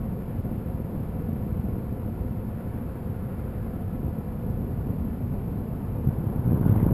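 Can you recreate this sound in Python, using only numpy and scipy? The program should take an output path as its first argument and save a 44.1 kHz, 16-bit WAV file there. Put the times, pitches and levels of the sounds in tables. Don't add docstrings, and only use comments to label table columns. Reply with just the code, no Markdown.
import sys
import numpy as np
from scipy import signal
from scipy.fft import rfft, irfft, next_fast_len
from scipy.io import wavfile
from scipy.ndimage import uniform_filter1d

SR = 44100
rng = np.random.default_rng(int(sys.argv[2]) if len(sys.argv) > 2 else 0)


def to_wav(sig):
    pcm = np.clip(np.atleast_2d(sig), -1, 1) * 32767
    pcm = np.round(pcm).astype(np.int16)
    wavfile.write(sys.argv[1], SR, pcm.T)


N = 305613
TIME = np.arange(N) / SR


def from_db(db):
    return 10 ** (np.asarray(db) / 20)


def rms_one(x):
    return x / np.sqrt(np.mean(x ** 2) + 1e-20)


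def evened(x, over_s):
    return x / np.sqrt(uniform_filter1d(x ** 2, max(int(over_s * SR), 1)) + 1e-12)


def in_time(curve):
    return np.interp(TIME, *np.transpose(curve))


def drift(rate_hz):
    size = next_fast_len(N)
    hz = np.fft.rfftfreq(size, 1 / SR)
    return rms_one(irfft(rfft(rng.standard_normal(size)) / (1 + (hz / rate_hz) ** 2), size)[:N])


def coloured(x, spectrum, resonances=()):
    size = next_fast_len(N)
    hz = np.maximum(np.fft.rfftfreq(size, 1 / SR), 1)
    points_hz, points_db = np.transpose(spectrum)
    shape_db = np.interp(np.log(hz), np.log(points_hz), points_db)
    shape_db -= 18 * np.log2(np.maximum(hz / points_hz[-1], 1))
    for centre_hz, width_hz, lift_db in resonances:
        shape_db += lift_db / (1 + (2 * (hz - centre_hz) / width_hz) ** 2)
    return rms_one(irfft(rfft(x, size) * from_db(shape_db), size)[:N])


def wavering_tone(centre_hz, width_hz):
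    phase = 2 * np.pi * np.cumsum(centre_hz * np.ones(N)) / SR
    return rms_one(drift(width_hz) * np.cos(phase) + drift(width_hz) * np.sin(phase))


def impulses(per_s, spread_db):
    clicks = (rng.random(N) < per_s / SR) * rng.choice([-1, 1], N)
    return clicks * from_db(spread_db * np.minimum(rng.exponential(1, N), 4))


def bass_cut(x, corner_hz, q):
    w = 2 * np.pi * corner_hz
    return signal.lfilter(*signal.bilinear([1, 0, 0], [1, w / q, w * w], SR), x)


def wind(swell_db, rumble_gain, lumps_db, lumps_hz):
    # frequency in Hz, relative density in dB.
    sway_spectrum = [(8, -19), (18, -10.5), (27, 2), (37, 7), (60, 9.5), (85, -9.5), (160, -44)]
    buffet_spectrum = [(35, -38), (65, -4), (105, -2.5), (160, -4), (230, -4), (300, -16), (420, -19.5),
                       (700, -32), (1500, -56), (4000, -71)]
    rush_spectrum = [(70, -6.5), (150, 9.5), (230, -2), (320, -2), (400, 3), (600, -4), (780, -6.5),
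                     (980, -9), (1250, -14.5), (1500, -17), (1900, -27.5), (3000, -35), (5500, -51)]
    # time in seconds, level in dB.
    gust_levels = [(0, -74), (5.3, -56), (5.85, -45), (6.1, -45.5), (6.28, -41), (6.4, -41.5),
                   (6.53, -36.5), (6.7, -35.5), (6.82, -34.5), (6.93, -35.5)]
    # centre in Hz, width in Hz, lift in dB.
    door_gaps = [(600, 90, 2), (910, 130, 3.5), (1070, 70, 2), (1500, 90, 4)]
    lumps = from_db(lumps_db * drift(lumps_hz))
    drive, ceiling = from_db(-29.5 + swell_db), from_db(-24)
    limited = drive / np.sqrt(1 + (drive / ceiling) ** 2)
    buffet = evened(coloured(lumps * rng.standard_normal(N), buffet_spectrum), over_s=0.09)
    sway = from_db(-38.5 + 0.77 * swell_db) * coloured(rng.standard_normal(N), sway_spectrum)
    rush = coloured(lumps * rng.standard_normal(N), rush_spectrum, door_gaps)
    return limited * rumble_gain * buffet + sway + from_db(in_time(gust_levels)) * rush


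def passing_eddies(swell_db, strays_per_s):
    # time in seconds, peak suction in dB, half width in ms.
    strong_eddies = [(0.0889, -23, 2.9), (0.3517, -21.5, 1.9), (0.5161, -19.5, 1.64), (0.6607, -24, 1.9),
                     (0.7473, -22.5, 3.4), (0.8024, -20, 1.6), (0.8485, -22.5, 2.5), (0.9513, -19, 1.75),
                     (0.9778, -21, 3), (1.2412, -22.5, 2.6), (1.331, -17, 2.35), (1.357, -21.5, 2.6),
                     (1.4663, -20, 1.8), (1.5256, -20, 3.2), (1.559, -24.5, 3.7), (1.5954, -19.5, 3.2),
                     (1.6422, -19.5, 1.6), (1.686, -19, 1.7), (1.7667, -21, 1.3), (1.7837, -18.5, 2.4),
                     (1.9262, -18.5, 1.7), (2.0625, -20, 1.8), (2.2077, -23, 3.9), (2.3096, -19.5, 2.6),
                     (2.6748, -23.5, 1.7), (2.8224, -27, 2), (3.0995, -23, 2), (3.5601, -24.5, 2.8),
                     (4.032, -19, 1.6), (4.0465, -19.5, 2.4), (4.059, -23, 3.8), (4.0815, -21.5, 1.3),
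                     (4.4646, -19, 2.2), (4.6083, -20.5, 2.1), (4.87, -19, 1.6), (4.905, -18, 2.5),
                     (5.235, -23.5, 3.6), (5.3399, -21, 2.1), (5.559, -21, 2), (5.982, -21, 2.7),
                     (6.0731, -11.5, 2.5), (6.088, -13.5, 2.5), (6.1859, -19, 2.8), (6.2408, -17, 1.5),
                     (6.269, -15.5, 2.95), (6.3608, -16.5, 2.4), (6.3935, -16, 2.6), (6.4533, -20, 2),
                     (6.4612, -15, 2.4), (6.4769, -12, 2.4), (6.4937, -14.5, 2.3), (6.5104, -14, 2.8),
                     (6.5197, -13.5, 1.5), (6.532, -11, 1.77), (6.5444, -12, 2.8), (6.5608, -17.5, 2.1),
                     (6.5755, -15.5, 1.6), (6.5971, -18, 2), (6.612, -10.5, 2.1), (6.6419, -16, 2.4),
                     (6.6633, -7.5, 1.96), (6.697, -9, 2.5), (6.7061, -25, 3), (6.7156, -16.5, 3.3),
                     (6.725, -11.5, 2.6), (6.7627, -12, 2.1), (6.772, -13.5, 2.2), (6.7824, -15, 2.1),
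                     (6.8002, -16, 2.1), (6.8173, -20, 2.2), (6.8297, -9, 1.8), (6.8385, -17.5, 3.5),
                     (6.8656, -8, 1.46), (6.9097, -16, 1.2), (6.9193, -11, 2.3), (6.927, -17, 3.1)]
    born = np.flatnonzero(rng.random(N) < strays_per_s * from_db(swell_db) / SR)
    strength_db, size_db = -1.6 * rng.standard_normal((N, 2))[born].T
    peak_db = -23 + 0.22 * swell_db[born] + strength_db
    half_width_ms = 2.2 * from_db(size_db)
    return list(strong_eddies) + list(zip(TIME[born], peak_db, half_width_ms))


def clearing(eddies, depth, half_width_s):
    swept = np.zeros(N + 2 * SR)
    t = np.arange(-SR // 20, SR // 20) / SR
    for at_s, _, _ in eddies:
        start = SR + round(at_s * SR) - len(t) // 2
        swept[start:start + len(t)] += np.exp(-(t / half_width_s) ** 2)
    return 1 - np.clip(depth * swept[SR:SR + N], 0, 1)


def eddy_thuds(eddies, port_hz, port_q, rim_share):
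    out = np.zeros(N + 2 * SR)
    t = np.arange(-SR // 20, SR // 20) / SR
    for at_s, peak_db, half_width_ms in eddies:
        radius = 1e3 * t / half_width_ms
        core = np.exp(1 - np.sqrt(1 + (2.1 * radius) ** 2))
        rim = rim_share * np.exp(-(radius / 1.95) ** 2)
        thud = bass_cut(rim - core, port_hz, port_q)
        start = SR + round(at_s * SR) - np.argmin(thud)
        out[start:start + len(t)] += from_db(peak_db) * thud / -thud.min()
    return out[SR:SR + N]


def running_gear():
    # time in seconds, level in dB.
    hum_levels = [(0, -51), (1.8, -50), (2.3, -50), (2.8, -52.5), (3.4, -51.5), (4.3, -50.5), (5, -63),
                  (6.93, -50.5)]
    whine_levels = [(0, -75), (2.4, -69), (3.8, -67), (4.8, -77), (5.8, -76.5), (6.93, -71)]
    boom_levels = [(0, -39), (1.2, -39), (1.7, -35.5), (2.3, -38), (2.8, -36.5), (3.6, -37.5), (4.6, -35.5),
                   (5.3, -50), (5.9, -43), (6.93, -40)]
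    tread_hz = 506 + 7 * drift(rate_hz=3)
    hum = evened(wavering_tone(tread_hz, width_hz=12), over_s=0.15)
    whine = wavering_tone(centre_hz=1320, width_hz=8)
    boom = evened(wavering_tone(centre_hz=96.9, width_hz=30), over_s=0.18)
    return (from_db(in_time(hum_levels)) * hum
            + from_db(in_time(whine_levels)) * whine
            + from_db(in_time(boom_levels)) * boom)


def spray(flakes_per_s, spread_db, attack_s, release_s):
    # crest in seconds, level in dB, centre in Hz.
    swells = [(6.7, -52, 1450), (6.81, -53, 1990)]
    # frequency in Hz, relative density in dB.
    door_spectrum = [(800, -3), (1500, -6), (2700, -8), (3500, -12), (5000, -28)]
    width_hz, lift_db = 490, 15
    out = 0
    for crest_s, level_db, centre_hz in swells:
        late_s = TIME - crest_s
        swell = np.exp(-(late_s / np.where(late_s < 0, attack_s, release_s)) ** 2)
        flakes = impulses(flakes_per_s, spread_db)
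        patter = coloured(flakes, door_spectrum, [(centre_hz, width_hz, lift_db)])
        out += from_db(level_db) * swell * patter
    return out


def crust(cracks_per_s, spread_db):
    # time in seconds, level in dB.
    crackle_levels = [(2.35, -85), (2.56, -60.5), (2.9, -60), (3.05, -64), (3.3, -58.5), (3.7, -60),
                      (4.0, -85)]
    # frequency in Hz, relative density in dB.
    crackle_spectrum = [(700, -19.5), (1200, -0.5), (1500, 0), (1900, -6.5), (2700, -15.5), (4000, -30.5)]
    cracks = impulses(cracks_per_s, spread_db)
    return from_db(in_time(crackle_levels)) * coloured(cracks, crackle_spectrum)


def tyre(grains_per_s, spread_db, lumps_db, lumps_hz):
    # time in seconds, level in dB.
    roar_levels = [(0, -41.5), (1.7, -41.5), (2.7, -41.5), (3.5, -41.5), (4.2, -41.5), (6.93, -42.5)]
    crunch_levels = [(0, -59), (2.4, -59.5), (3.3, -60), (4.15, -59.5), (4.6, -60), (6.0, -60), (6.88, -61)]
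    # frequency in Hz, relative density in dB.
    roar_spectrum = [(80, 1.5), (250, -2), (450, -2.5), (600, -7.5), (950, -11), (1200, -16), (1450, -19),
                     (1650, -29.5), (2500, -38), (5000, -57.5)]
    crunch_spectrum = [(600, -7.5), (1300, -1.5), (1850, -5.5), (2300, -7), (3100, -13.5), (4000, -21),
                       (5500, -26)]
    powder_spectrum = [(1500, -11.5), (3000, -0.5), (4000, -0.5), (5500, 0.5)]
    # centre in Hz, width in Hz, lift in dB.
    well_resonances = [(190, 24, 2.5), (218.6, 17, 6.5), (243, 11, 5.5), (353, 27, 3), (447, 33, 5),
                       (491.7, 18, 6), (542.5, 12, 6.5), (679.6, 18, 6.5), (720.5, 24, 6.5), (749, 12, 5.5),
                       (867, 18, 3), (950, 29, 3), (1009, 14, 4), (1097, 20, 5), (1462, 45, 4),
                       (1693, 27, 6), (1722, 38, 11)]
    panel_resonances = [(1740, 40, 4), (1950, 64, 2.5), (2070, 60, 1.5), (2325, 80, 2.5), (2610, 110, 2.5)]
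    ridge_at_s, ridge_length_s, ridge_db = 5, 0.026, 3
    bump = from_db(ridge_db * np.exp(-(2 * (TIME - ridge_at_s) / ridge_length_s) ** 2))
    load = from_db(lumps_db * drift(lumps_hz))
    grains = impulses(grains_per_s * load, spread_db)
    crunch = from_db(in_time(crunch_levels)) * coloured(grains, crunch_spectrum, panel_resonances)
    rolling = coloured(load * rng.standard_normal(N), roar_spectrum, well_resonances)
    roar = from_db(in_time(roar_levels)) * bump * evened(rolling, over_s=0.2)
    powder = from_db(-72) * coloured(rng.standard_normal(N), powder_spectrum)
    return roar + crunch + powder


def scene():
    # time in seconds, level in dB.
    airflow = [(0, -28.5), (0.28, -34), (0.38, -29.5), (0.44, -30.5), (0.53, -30.5), (0.62, -33.5),
               (0.7, -31.5), (0.87, -35), (0.97, -30), (1.06, -32.5), (1.3, -30.5), (1.42, -30.5),
               (1.52, -31.5), (1.7, -27.5), (1.85, -34.5), (1.94, -30), (2.02, -36.5), (2.08, -31.5),
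               (2.26, -33.5), (2.31, -33), (2.38, -32), (2.44, -32.5), (2.68, -36), (2.85, -31),
               (2.91, -36), (3, -35.5), (3.12, -32.5), (3.17, -35), (3.23, -31.5), (3.35, -34), (3.43, -32),
               (3.53, -34), (3.58, -33.5), (3.8, -33.5), (3.98, -30.5), (4.05, -33), (4.2, -32), (4.4, -32),
               (4.48, -30), (4.8, -28.5), (4.9, -30), (5.07, -27.5), (5.16, -32.5), (5.23, -27.5),
               (5.42, -29), (5.85, -31), (6, -27), (6.14, -29), (6.42, -30), (6.48, -30.5), (6.93, -22.5)]
    cruise_db = -30
    swell_db = in_time(airflow) - cruise_db
    eddies = passing_eddies(swell_db, strays_per_s=2.2)
    rolling = tyre(grains_per_s=12000, spread_db=3, lumps_db=0.9, lumps_hz=52)
    rumble_gain = clearing(eddies, depth=0.75, half_width_s=0.0055)
    air = wind(swell_db, rumble_gain, lumps_db=1.6, lumps_hz=73)
    thuds = eddy_thuds(eddies, port_hz=70.6, port_q=1.0, rim_share=0.71)
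    gear = running_gear()
    snow = spray(flakes_per_s=7300, spread_db=7.5, attack_s=0.048, release_s=0.042)
    ice = crust(cracks_per_s=2500, spread_db=3)
    return (air + thuds + gear + snow + ice + rolling)[None]


def record(dry):
    converter_hz, hold_ticks = 12000, 4
    antialias_hz, cutoff_hz, fade_s = 5400, 15100, 0.002
    tick_hz = hold_ticks * converter_hz
    band_limited = signal.sosfilt(signal.butter(16, antialias_hz, fs=SR, output="sos"), dry)
    slow = signal.resample_poly(band_limited, tick_hz, SR, axis=-1)[:, ::hold_ticks]
    held = signal.resample_poly(np.repeat(slow, hold_ticks, axis=-1), SR, tick_hz, axis=-1)[:, :N]
    soft_ends = np.clip(np.minimum(TIME, TIME[-1] - TIME) / fade_s, 0, 1)
    return signal.sosfilt(signal.ellip(10, 0.1, 80, cutoff_hz, fs=SR, output="sos"), held * soft_ends)


dry = scene()
out = record(dry)
to_wav(out)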